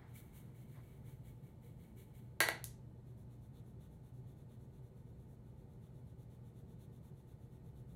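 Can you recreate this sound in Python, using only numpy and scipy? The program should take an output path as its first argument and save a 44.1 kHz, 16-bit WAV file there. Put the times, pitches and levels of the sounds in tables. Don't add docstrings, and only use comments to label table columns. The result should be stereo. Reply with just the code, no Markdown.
import sys
import numpy as np
from scipy import signal
from scipy.fft import rfft, irfft
from scipy.io import wavfile

SR = 44100
rng = np.random.default_rng(int(sys.argv[2]) if len(sys.argv) > 2 else 0)


def put_to_file(sound):
    columns = np.atleast_2d(sound).T
    safe = np.clip(columns, -1, 1)
    whole_steps = np.round(safe * 32767)
    wavfile.write(sys.argv[1], SR, whole_steps.astype(np.int16))


N = 351010
T = np.arange(N) / SR
HZ = np.maximum(np.fft.rfftfreq(N, 1 / SR), 1)

# [centre t/s, half-power length/s, pressure as hiss level/dB]
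POWDER_DIPS = [(0.105, 0.055, -78), (0.169, 0.044, -62), (0.365, 0.051, -65.5), (0.586, 0.069, -73),
               (0.723, 0.071, -73.5), (0.879, 0.15, -76.5), (1.086, 0.062, -70.5), (1.272, 0.049, -71),
               (1.46, 0.061, -77.5), (1.657, 0.063, -74), (1.826, 0.077, -75.5), (1.996, 0.049, -68),
               (2.167, 0.043, -70.5)]
# [start t/s, end t/s, period/s, return stroke after/s, return hiss level/dB, return rub level/dB]
CHEEK_SWEEPS = [(3.094, 3.7, 0.24, 0.11, 0, -3), (3.838, 5.37, 0.23, 0.1, -1.7, -4.5),
                (5.485, 6.35, 0.2434, 0.12, 0.5, 1.5), (6.475, 7.95, 0.24, 0.11, 1.5, 1.6)]
# [t/s, hiss level/dB]
CHEEK_PRESSURE = [(3.09, -81.5), (3.6, -78.8), (4.35, -78), (5.05, -81), (5.55, -84), (6.2, -81),
                  (6.9, -77.5), (7.45, -81.5), (7.9, -79)]
# [t/s, extra hiss level/dB, extra rub level/dB]
HARD_STROKES = [(3.2, 2.5, 2), (3.59, 1.5, 5.5), (3.84, 2.5, 4), (4.41, .5, 4), (4.54, .5, 2.5),
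                (5.35, 5, 1), (5.84, 3, 4), (6.22, 2.5, 1.5)]
# [f/Hz, level/dB per Hz]
POWDER_HISS = [(3000, -31.5), (5000, -21), (6200, -8), (9000, -2.5), (13500, -0.5), (16000, -6.5)]
# [f/Hz, level/dB per Hz]
CHEEK_HISS = [(3000, -27), (5000, -14.5), (6200, -3), (8000, -4.5), (10000, 1.5), (13500, -2),
              (16000, -4.5)]
# [f/Hz, level/dB per Hz]
SIZZLE = [(6000, -26), (9000, -9), (12000, -2.5), (14500, 1), (16000, -0.5)]
# [f/Hz, level/dB per Hz]
POWDER_RUB = [(300, -6), (800, -2.5), (1500, 1), (2000, 4.5), (2280, 10.5), (2450, -4.5), (3000, 4.5),
              (4300, -2), (5000, -21.5), (8000, -36)]
# [f/Hz, level/dB per Hz]
CHEEK_RUB = [(300, -10), (1000, 4), (2200, -2.5), (2600, -4), (3600, 5), (4400, -3.5), (5000, -35),
             (8000, -29)]
# [t/s, tick level/dB, case level/dB, hollow level/dB, share sent to room/dB]
KNOCKS = [(2.4043, 2.5, 6, 5, -1.5), (2.405, -4.5, -13, -14, -8), (2.4866, -6, 1, 2.5, -7.5),
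          (2.4880, -18, -11, -9.5, -11.5), (2.6420, -6.5, -31, -43, -6.5)]
# [f/Hz, level/dB, t60/s]
TICK_MODES = [(3600, -30.5, .002), (6680, -24, 0.0019), (8225, -21, 0.0011), (10370, -18, 0.0016),
              (12460, -18.5, 0.0011), (14700, -23, 0.0012)]
# [f/Hz, level/dB, t60/s]
CASE_MODES = [(1326, -32.5, .014), (1587, -27.5, 0.02), (1956, -24.5, 0.017), (2200, -26.5, 0.012),
              (2900, -27.5, 0.0047), (3480, -31.5, 0.009), (3970, -29.5, 0.0076), (4590, -37.5, 0.015)]
# [f/Hz, level/dB, t60/s]
HOLLOW_MODES = [(331.4, -43.5, 0.092), (451, -37, 0.041), (660, -33, .022), (855, -30.5, .022),
                (1067, -38, 0.027)]
# [centre t/s, half-power length/s, level/dB]
HAND_SHIFTS = [(.02, .1, -68), (.2, 0.23, -77), (.42, 0.25, -78.5), (.78, 0.043, -67), (1.0, 0.22, -81.5)]
# [f/Hz, level/dB per Hz]
PALM = [(300, -4), (800, 6.5), (1500, 2), (2280, 3), (2500, -10), (3500, -9), (4500, -17), (5500, -26.5)]
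# [f/Hz, level/dB per Hz]
AIR = [(20, -28), (40, -9.5), (64, -1), (90, -3.5), (135, 2), (190, -8.5), (285, -15.5), (380, -19),
       (600, -22.5), (1000, -34), (1500, -39), (2250, -41.5), (2500, -44.5), (4200, -46.5), (5000, -59),
       (6300, -53.5), (11000, -52), (14200, -53.5), (16000, -62)]
# [f/Hz, width/Hz, peak level/dB]
DUCT_RESONANCES = [(168, 12, 0.5), (220, 20, 6), (318, 5.3, 5.5), (379.6, 20, 9), (473.4, 25, 7.5),
                   (883, 71, 9)]
# [f/Hz, t60/s]
ROOM_T60 = [(300, 0.3), (700, 0.32), (1900, 0.32), (4000, 0.33), (8000, 0.26), (15000, 0.14)]
# [f/Hz, level/dB]
PORT_SPREAD = [(60, -29.5), (150, -27), (400, -13.5), (900, -6.5), (2000, -14), (3900, -9), (5100, 8),
               (7000, 5.5), (10000, -4.5), (13000, -30.5)]
# [f/Hz, level/dB]
LEFT_TILT = [(60, -.3), (180, -1.3), (350, -2.5), (750, -4.5), (1400, 0), (3000, 0), (12000, .4)]
# [f/Hz, correlation 0-1]
PORT_LIKENESS = [(100, .996), (350, .92), (800, .6), (2000, .5), (3000, .2), (4200, .45), (6000, .75),
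                 (10000, .8), (12500, .99)]

PAN_RUB_DB, PAN_RUB_FOLLOWS = -77.5, 0.8
SWEEP_S, SKIN_RUB_DB, SWEEP_SPREAD_DB = 0.053, -4.5, 0.53
HARD_REACH_S = 0.045
HUM_HZ, HUM_DB, AIR_DB = 119.95, -60.5, -56
CUTOFF_HZ = 15800


def powder_strokes():
    t, length, hiss_db = np.transpose(POWDER_DIPS)
    rub_db = PAN_RUB_DB + PAN_RUB_FOLLOWS * (hiss_db - hiss_db.mean())
    return np.column_stack([t, length, hiss_db, rub_db])


def cheek_strokes():
    strokes = []
    for start, end, period, back_s, back_hiss_db, back_rub_db in CHEEK_SWEEPS:
        for t in np.arange(start, end, period):
            strokes.append((t, 0, 0))
            strokes.append((t + back_s, back_hiss_db, back_rub_db))
    t, hiss_db, rub_db = np.transpose(strokes)
    for when, more_hiss_db, more_rub_db in HARD_STROKES:
        hard = np.abs(t - when) < HARD_REACH_S
        hiss_db = hiss_db + hard * more_hiss_db
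        rub_db = rub_db + hard * more_rub_db
    pressure_db = np.interp(t, *np.transpose(CHEEK_PRESSURE))
    pressure_db = pressure_db + SWEEP_SPREAD_DB * rng.standard_normal(len(t))
    length = np.full(len(t), SWEEP_S)
    return np.column_stack([t, length, pressure_db + hiss_db, pressure_db + SKIN_RUB_DB + rub_db])


def brush(strokes, hiss, rub, hiss_db, rub_db, sizzle_db, grain_db, linger_db, edge, lean):
    tufts = rms_one(from_db(grain_db * flutter(per_s=270)))
    pressure = swell(strokes[:, [0, 1, 2]], linger_db, linger_s=0.045, edge=edge, lean=lean)
    tips = from_db(hiss_db) * pressure * diffuse(at_hz(hiss) + ripple(depth_db=2.1))
    bearing_down = pressure * np.sqrt(pressure / pressure.max())
    sizzle = from_db(sizzle_db) * bearing_down * diffuse(at_hz(SIZZLE) + ripple(depth_db=1.5))
    rubbing = swell(strokes[:, [0, 1, 3]], linger_db, linger_s=0.056, edge=edge, lean=lean)
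    surface = from_db(rub_db) * rubbing * diffuse(at_hz(rub) + ripple(depth_db=3.0))
    return tufts * (tips + sizzle + surface)


def swell(strokes, linger_db, linger_s, edge=2.0, lean=0.0):
    power = 1e-18
    for t, length, db in strokes:
        offset = 2 * (T - t) / length
        leaning = np.abs(offset - lean * np.abs(offset))
        power = power + from_db(db) ** 2 * 0.5 ** np.minimum(leaning ** edge, 20)
    keep = np.exp(-1 / (linger_s * SR))
    lingering = signal.lfilter([1 - keep], [1, -keep], power)
    return np.sqrt(power + from_db(linger_db) ** 2 * lingering)


def knocks(case_db, tick_db, hollow_db):
    rows = np.array(KNOCKS)
    direct = contacts(rows, 0.94, case_db, tick_db, hollow_db)
    sent = contacts(rows, from_db(rows[:, 4]), case_db, tick_db, hollow_db)
    return direct + room(sent, wet_db=2.5, build_s=0.0012)


def contacts(rows, gain, case_db, tick_db, hollow_db):
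    blows = np.zeros((3, N))
    blows[:, np.round(rows[:, 0] * SR).astype(int)] = gain * from_db(rows[:, 1:4].T)
    tick = from_db(tick_db) * ring(blows[0], TICK_MODES)
    case = from_db(case_db) * ring(blows[1], CASE_MODES)
    hollow = from_db(hollow_db) * ring(blows[2], HOLLOW_MODES)
    return tick + case + hollow


def ring(clicks, modes):
    out = np.zeros(N)
    for k, (hz, db, t60) in enumerate(modes):
        r = np.exp(-np.log(1000) / (t60 * SR))
        w = 2 * np.pi * hz / SR
        mode = signal.lfilter([0, np.sin(w)], [1, -2 * r * np.cos(w), r * r], clicks + 1e-18)
        out += (-1) ** k * from_db(db) * mode
    return out


def room(x, wet_db, build_s):
    t = T[:SR]
    noise = rfft(diffuse(0 * HZ)[:, :SR])
    hz = np.arange(noise.shape[1])
    edges = np.geomspace(280, 18000, 13)
    tail = 0
    for low, high in zip(edges, edges[1:]):
        band = irfft(noise * (hz >= low) * (hz < high), SR)
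        tail = tail + band * np.exp(-np.log(1000) * t / at_hz(ROOM_T60, np.sqrt(low * high)))
    tail = rms_one(tail * (1 - np.exp(-t / build_s))) / np.sqrt(SR)
    return from_db(wet_db) * signal.fftconvolve(x[None], tail, axes=1)[:, :N]


def handling():
    return swell(HAND_SHIFTS, linger_db=-15.0, linger_s=0.08) * diffuse(at_hz(PALM))


def ventilation():
    colour_db = at_hz(AIR) + ripple(depth_db=3.0)
    for hz, width, db in DUCT_RESONANCES:
        colour_db = colour_db + db / (1 + (2 * (HZ - hz) / width) ** 2)
    hum = np.sqrt(2) * np.sin(2 * np.pi * HUM_HZ * T + 0.35 * flutter(per_s=4))
    hum_gain = from_db(HUM_DB + 0.98 * flutter(per_s=2))
    return from_db(AIR_DB) * diffuse(colour_db) + hum_gain * hum


def diffuse(colour_db):
    mid, side = rfft(rng.standard_normal((2, N)))
    alike = np.clip(at_hz(PORT_LIKENESS), 0, 1)
    pair = np.sqrt(1 + alike) * mid + np.sqrt(1 - alike) * side * [[1], [-1]]
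    return rms_one(irfft(pair * from_db(colour_db), N))


def ripple(depth_db):
    spots = np.arange(0, SR, 25)
    peaks = np.interp(HZ, spots, rng.standard_normal(len(spots)))
    return depth_db * peaks / (1 + (800 / HZ) ** 3)


def flutter(per_s):
    return rms_one(irfft(rfft(rng.standard_normal(N)) * np.exp(-(HZ / per_s) ** 2), N))


def at_hz(points, hz=HZ):
    f, value = np.array(points).T
    return np.interp(np.log(hz), np.log(f), value)


def from_db(db):
    return 10 ** (np.asarray(db) / 20)


def rms_one(x):
    return x / np.sqrt(np.mean(x ** 2) + 1e-20)


def scene():
    powder = brush(powder_strokes(), POWDER_HISS, POWDER_RUB, hiss_db=-3.0, rub_db=2, sizzle_db=-2.5,
                   grain_db=0.95, linger_db=-4.0, edge=2.6, lean=0.2)
    cheek = brush(cheek_strokes(), CHEEK_HISS, CHEEK_RUB, hiss_db=-2.03, rub_db=1.0, sizzle_db=-9.5,
                  grain_db=1.0, linger_db=-23.0, edge=3.1, lean=0.041)
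    knocking = knocks(case_db=-1.5, tick_db=1, hollow_db=-2.0)
    return powder + cheek + knocking + handling() + ventilation()


def record(dry):
    sides = np.array([[1], [-1]])
    phase_turn = 1 - 1j * sides * from_db(at_hz(PORT_SPREAD))
    tilt = from_db(sides * at_hz(LEFT_TILT) / 2)
    top = 1 / np.sqrt(1 + (HZ / CUTOFF_HZ) ** 160)
    return irfft(rfft(dry) * phase_turn * tilt * top, N)


dry = scene()
out = record(dry)
put_to_file(out)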